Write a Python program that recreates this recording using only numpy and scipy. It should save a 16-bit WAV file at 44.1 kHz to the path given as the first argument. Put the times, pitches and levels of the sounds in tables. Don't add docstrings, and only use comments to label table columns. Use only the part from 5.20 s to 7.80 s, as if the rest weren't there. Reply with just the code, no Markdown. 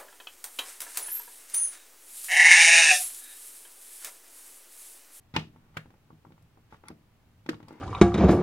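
import sys
import numpy as np
from scipy import signal
from scipy.fft import rfft, irfft
from scipy.io import wavfile

SR = 44100
rng = np.random.default_rng(int(sys.argv[2]) if len(sys.argv) > 2 else 0)


def generate_wav(signal):
    frames = np.transpose(np.atleast_2d(signal))
    scaled = np.clip(frames, -1, 1) * 32767
    pcm = np.round(scaled).astype(np.int16)
    wavfile.write(sys.argv[1], SR, pcm)


N = 114660


def from_db(db):
    return 10 ** (np.asarray(db) / 20)


def at_hz(rows, hz, column=1):
    rows = np.array(rows)
    return np.interp(np.log(np.maximum(hz, 1)), np.log(rows[:, 0]), rows[:, column])


def add(out, start_s, sound):
    start = int(start_s * SR)
    n = min(sound.shape[-1], N - start)
    out[..., start:start + n] += sound[..., :n]


def pulse(spectrum, size=4096):
    gain = from_db(at_hz(spectrum, np.fft.rfftfreq(size, 1 / SR)))
    cepstrum = irfft(np.log(gain))
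    cepstrum[1:size // 2] *= 2
    cepstrum[size // 2 + 1:] = 0
    return irfft(np.exp(rfft(cepstrum)))[:size // 2]


def push(response, force):
    return signal.fftconvolve(response, force[None], axes=1)


def ringing(modes, size, scatter_rad=0, swell_s=0):
    t, out = np.arange(size) / SR, 0
    for hz, width_hz, db in modes:
        phase = scatter_rad * rng.standard_normal((2, 1))
        envelope = from_db(db) * 2 * np.pi * width_hz / SR * np.exp(-np.pi * width_hz * t)
        out = out + envelope * np.cos(2 * np.pi * hz * t + phase)
    return out * (1 - np.exp(-t / (swell_s + 1 / SR)))


# frequency in Hz, left-right correlation.
CORRELATION = [(100, .97), (300, 0.79), (700, 0.49), (1400, 0.39), (4000, 0), (14000, 0)]

def stereo_noise(n):
    hz = np.fft.rfftfreq(n, 1 / SR)
    mid, side = rfft(rng.standard_normal((2, n)))
    alike = at_hz(CORRELATION, hz)
    return np.sqrt((1 + alike) / 2) * mid + np.sqrt((1 - alike) / 2) * side * [[1], [-1]], hz


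def dying_noise(bands, rise_s, size, count=15):
    white, hz = stereo_noise(size)
    t, out = np.arange(size) / SR, 0
    centres_hz = np.geomspace(90, 15000, count)
    for centre_hz, pick in zip(centres_hz, np.eye(count)):
        share = np.interp(np.log(hz + 1), np.log(centres_hz), pick) * (hz > 60)
        decay = from_db(-60 * t / at_hz(bands, centre_hz, column=2))
        band = irfft(white * share) * (1 - np.exp(-t / rise_s)) * decay
        energy = np.mean(np.sum(band ** 2, axis=1))
        out = out + band * from_db(at_hz(bands, centre_hz)) * np.sqrt(np.mean(share ** 2) / energy)
    return out


# frequency in Hz, relative noise density in dB.
AIR_SPECTRUM = [(25, -3.5), (45, -7), (105, 1.5), (150, -4), (230, -10.5), (480, -19), (900, -19.5),
                (1500, -24), (2600, -26), (5000, -33), (9300, -37.5), (15500, -35.5)]

def air(rms_db=-61.5):
    white, hz = stereo_noise(N)
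    noise = irfft(white * from_db(at_hz(AIR_SPECTRUM, hz)), N)
    return from_db(rms_db) * noise / np.std(noise)


# frequency in Hz, gain in dB, T60 in seconds.
ROOM_BANDS = [(99, -15.5, 0.47), (292, -7, 0.33), (796, -10.5, 0.18), (2500, -8, 0.21), (5900, -10.5, 0.23),
              (14000, -8.5, 0.28)]

def room_tail():
    return dying_noise(ROOM_BANDS, rise_s=0.003, size=16384)


def in_room(sound, room, tail_db):
    response = from_db(tail_db) * room
    response[:, 0] += 1
    return signal.fftconvolve(sound, response, axes=1)


# frequency in Hz, width in Hz, gain in dB.
TABLE_MODES = [(79.4, 8.7, -8), (111.7, 16, 2), (156.7, 9.2, 10), (203.3, 12.7, -0.5), (240.2, 27.7, 4),
               (316.6, 44, 3), (430, 23, -1.5), (472.4, 16, -8.5)]
MODEL_MODES = [(865, 72, 4.5), (1221, 32, 2), (1634, 44, -7), (1880, 28, -6), (2330, 53, -6),
               (2740, 32, -3), (3295, 61, 1), (6430, 1400, -8)]
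# frequency in Hz, gain in dB, T60 in seconds.
BRICK_BANDS = [(100, -14, 0.044), (364, -16, 0.24), (730, -2.5, 0.025), (1970, 1, 0.023), (5960, -2, 0.033),
               (14000, 0, 0.021)]
SWELL_SHARE = 0.2

def aeroplane(room, rise_s, detune=0, ring_size=4096):
    modes = [(hz * np.exp(detune * rng.standard_normal()), width_hz, db)
             for hz, width_hz, db in MODEL_MODES]
    response = ringing(TABLE_MODES, room.shape[1]) + room
    model = ringing(modes, ring_size, scatter_rad=1.43, swell_s=SWELL_SHARE * rise_s)
    bricks = dying_noise(BRICK_BANDS, rise_s, ring_size)
    response[:, :ring_size] += model + bricks
    return response


# start in seconds, end in seconds, gain in dB, tilt about 1 kHz in dB per decade.
RUBS = [(.143, 0.161, -13.5, 4), (.33, .54, -43.5, -11), (.54, .566, -36.5, 5), (.5655, .571, -21.5, 19),
        (1.50, 1.568, -44, 19), (1.648, 1.685, -31, -1), (1.688, 1.716, -29, -6), (2.39, 2.475, -42, 2),
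        (2.475, 2.60, -33.5, 0)]
# frequency in Hz, level in dB.
SLIP_SPECTRUM = [(130, 8.5), (300, 0.5), (560, -4.5), (950, 2), (2500, -9), (5000, -19.5), (9000, -36.5)]

def rubs(out, spots, slips_per_s=1100, spread_db=2):
    for k, (start_s, end_s, gain_db, tilt) in enumerate(RUBS):
        n = int((end_s - start_s) * SR)
        slipping = rng.random(SR)[:n] < slips_per_s / SR
        strength = from_db(spread_db * rng.standard_normal(SR)[:n])
        slip = pulse([(hz, db + tilt * np.log10(hz / 1000)) for hz, db in SLIP_SPECTRUM])
        force = signal.fftconvolve(slipping * strength, slip)
        add(out, start_s, from_db(gain_db) * push(spots[k % len(spots)], force))


# start in seconds, then relative force in dB at each frequency of TAP_HZ.
TAP_HZ = [130, 320, 1150, 3800, 10000]
TAPS = [(0.139, 18.5, -1, -17, -12, -42), (0.1935, 5, -8, -7, -9, -35), (0.36, -9, -12, -22, -45, -54),
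        (0.657, -3, -8, -22, -44, -59), (0.704, -18, -14, -20, -39, -50),
        (0.739, -11.5, -16, -23, -48, -55), (0.904, -2, -11, -11, -64, -57),
        (0.929, -5.5, -9.5, -50, -42, -65), (1.049, -17, -12, -11.5, -55, -60),
        (1.068, -3, -9, -25, -52, -64), (1.105, -8, -10, -25, -63, -56),
        (1.12, -4.5, -12, -23.5, -32.5, -56), (1.178, -25, -25, -23, -47, -52),
        (1.223, -1.5, -29, -36, -43, -39), (1.373, -12, -11, -19.5, -66, -67),
        (1.524, -3, -7.5, -9, -36, -49), (1.533, -7.5, -19, -12.5, -43, -47),
        (1.543, -13, -31, -12.5, -38, -47), (1.637, -23, -9, -13, -38, -63), (1.703, 3, 5.5, -15, -40, -45),
        (2.2615, 3.5, -2.5, -12.5, -20, -40), (2.331, 11, -14, -2, -36, -44), (2.342, -1, 0, -21, -19, -51),
        (2.402, -21, -6.5, -16.5, -35, -48), (2.428, 2, -5.5, -20.5, -29, -47),
        (2.507, -10, 3, -14, -38, -56), (2.526, -13, 3, -25, -33, -38), (2.555, -8, -6, -26, -41, -49)]

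def taps(out, spots, gain_db=-1.5):
    for k, (start_s, *force_db) in enumerate(TAPS):
        force = pulse(list(zip(TAP_HZ, force_db)))
        add(out, start_s, from_db(gain_db) * push(spots[k % len(spots)], force))


# frequency in Hz, width in Hz, relative gain in dB.
PART_MODES = [(1130, 50, 0), (2100, 230, -1), (3450, 160, -5), (4000, 260, -4), (4760, 350, -4),
              (5830, 150, -4), (7350, 100, -11), (7880, 100, -13), (9880, 240, 4), (12800, 370, -10)]
# frequency in Hz, level in dB.
CRACK_SPECTRUM = [(300, -46), (1100, -13), (2000, -13), (3000, -27), (5000, -17), (8000, -39), (15000, -29)]

def tick(out, spot, room, start_s=1.6835, ring_db=-5.5):
    ring = ringing(PART_MODES, 4096, scatter_rad=1.14, swell_s=0.0007)
    add(out, start_s, from_db(ring_db) * in_room(ring, room, tail_db=-20))
    add(out, start_s, push(spot, pulse(CRACK_SPECTRUM)))


# start in seconds, rise in seconds, room gain in dB,
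# then relative force in dB at each frequency of SNAP_HZ.
SNAP_HZ = [130, 290, 560, 930, 1600, 2750, 5200, 10000]
SNAPS = [(0.163, 0.0009, -0.5, 22, 17, 9, 15, 7.5, 10, 0.5, -20.5),
         (0.569, 0.004, -1.5, 11.5, -2, 0.5, -2, 6, -3, -17.5, -22),
         (2.2897, 0.0011, -1, -2, 19, 5, -2, 5, -8, -16, -25),
         (2.293, .0005, -1.5, -4, -11, -10, -14, -12, -5, -9.5, -25),
         (2.4825, .002, 4, -6, -12, -11, -16, -21, -27, -26, -36)]
# frequency in Hz, width in Hz, gain in dB.
JOINT_MODES = [
    [(880, 51, 4.6), (1826, 26, 8.4), (2493, 60, 7.7), (2894, 85, 2), (3754, 70, 3.7)],
    [(1230, 60, 3), (1621, 29, 5.3), (2720, 38, 6.9)],
    [(329, 68, 2.9), (474.7, 18.5, 6.1), (1246, 40, 8.7), (1376, 30, 3.1), (1720, 130, 5.8), (3285, 90, 8)],
    [(4540, 120, 3), (4950, 110, 7)],
    [(4660, 180, 7.9)],
]

def snaps(out, room, gain_db=1):
    for (start_s, rise_s, room_db, *force_db), modes in zip(SNAPS, JOINT_MODES):
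        tail = from_db(room_db) * room
        body = aeroplane(tail, rise_s)
        joint = ringing(modes, 4096, scatter_rad=0.78, swell_s=SWELL_SHARE * rise_s)
        joint = in_room(joint, tail, tail_db=-6)[:, :body.shape[1]]
        force = pulse(list(zip(SNAP_HZ, force_db)))
        add(out, start_s, from_db(gain_db) * push(body + joint, force))


# frequency in Hz, gain in dB.
MIC_ROLL_OFF = [(10000, 0), (15000, -5.5)]
# frequency in Hz, left minus right in dB.
BALANCE = [(300, 1), (1300, 0.5), (2500, 1), (5000, -2.5), (10000, 3.5)]

def microphones(contacts, bass_cut_hz=74, right_lag_s=0.00012):
    highpass = signal.butter(3, bass_cut_hz, "high", fs=SR, output="sos")
    spectrum = rfft(signal.sosfilt(highpass, contacts))
    hz = np.fft.rfftfreq(N, 1 / SR)
    lag = np.exp(-2j * np.pi * hz * right_lag_s * [[0], [1]])
    colour_db = at_hz(MIC_ROLL_OFF, hz) + at_hz(BALANCE, hz) * [[0.5], [-0.5]]
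    return irfft(spectrum * lag * from_db(colour_db), N)


def scene():
    contacts = np.zeros((2, N))
    room = room_tail()
    spots = [aeroplane(room, rise_s=0.0013, detune=0.09) for _ in range(5)]
    snaps(contacts, room)
    taps(contacts, spots)
    rubs(contacts, spots)
    tick(contacts, spots[0], room)
    return microphones(contacts) + air()


def record(dry):
    return signal.sosfiltfilt(signal.ellip(10, 0.05, 60, 15800, fs=SR, output="sos"), dry)


dry = scene()
out = record(dry)
generate_wav(out)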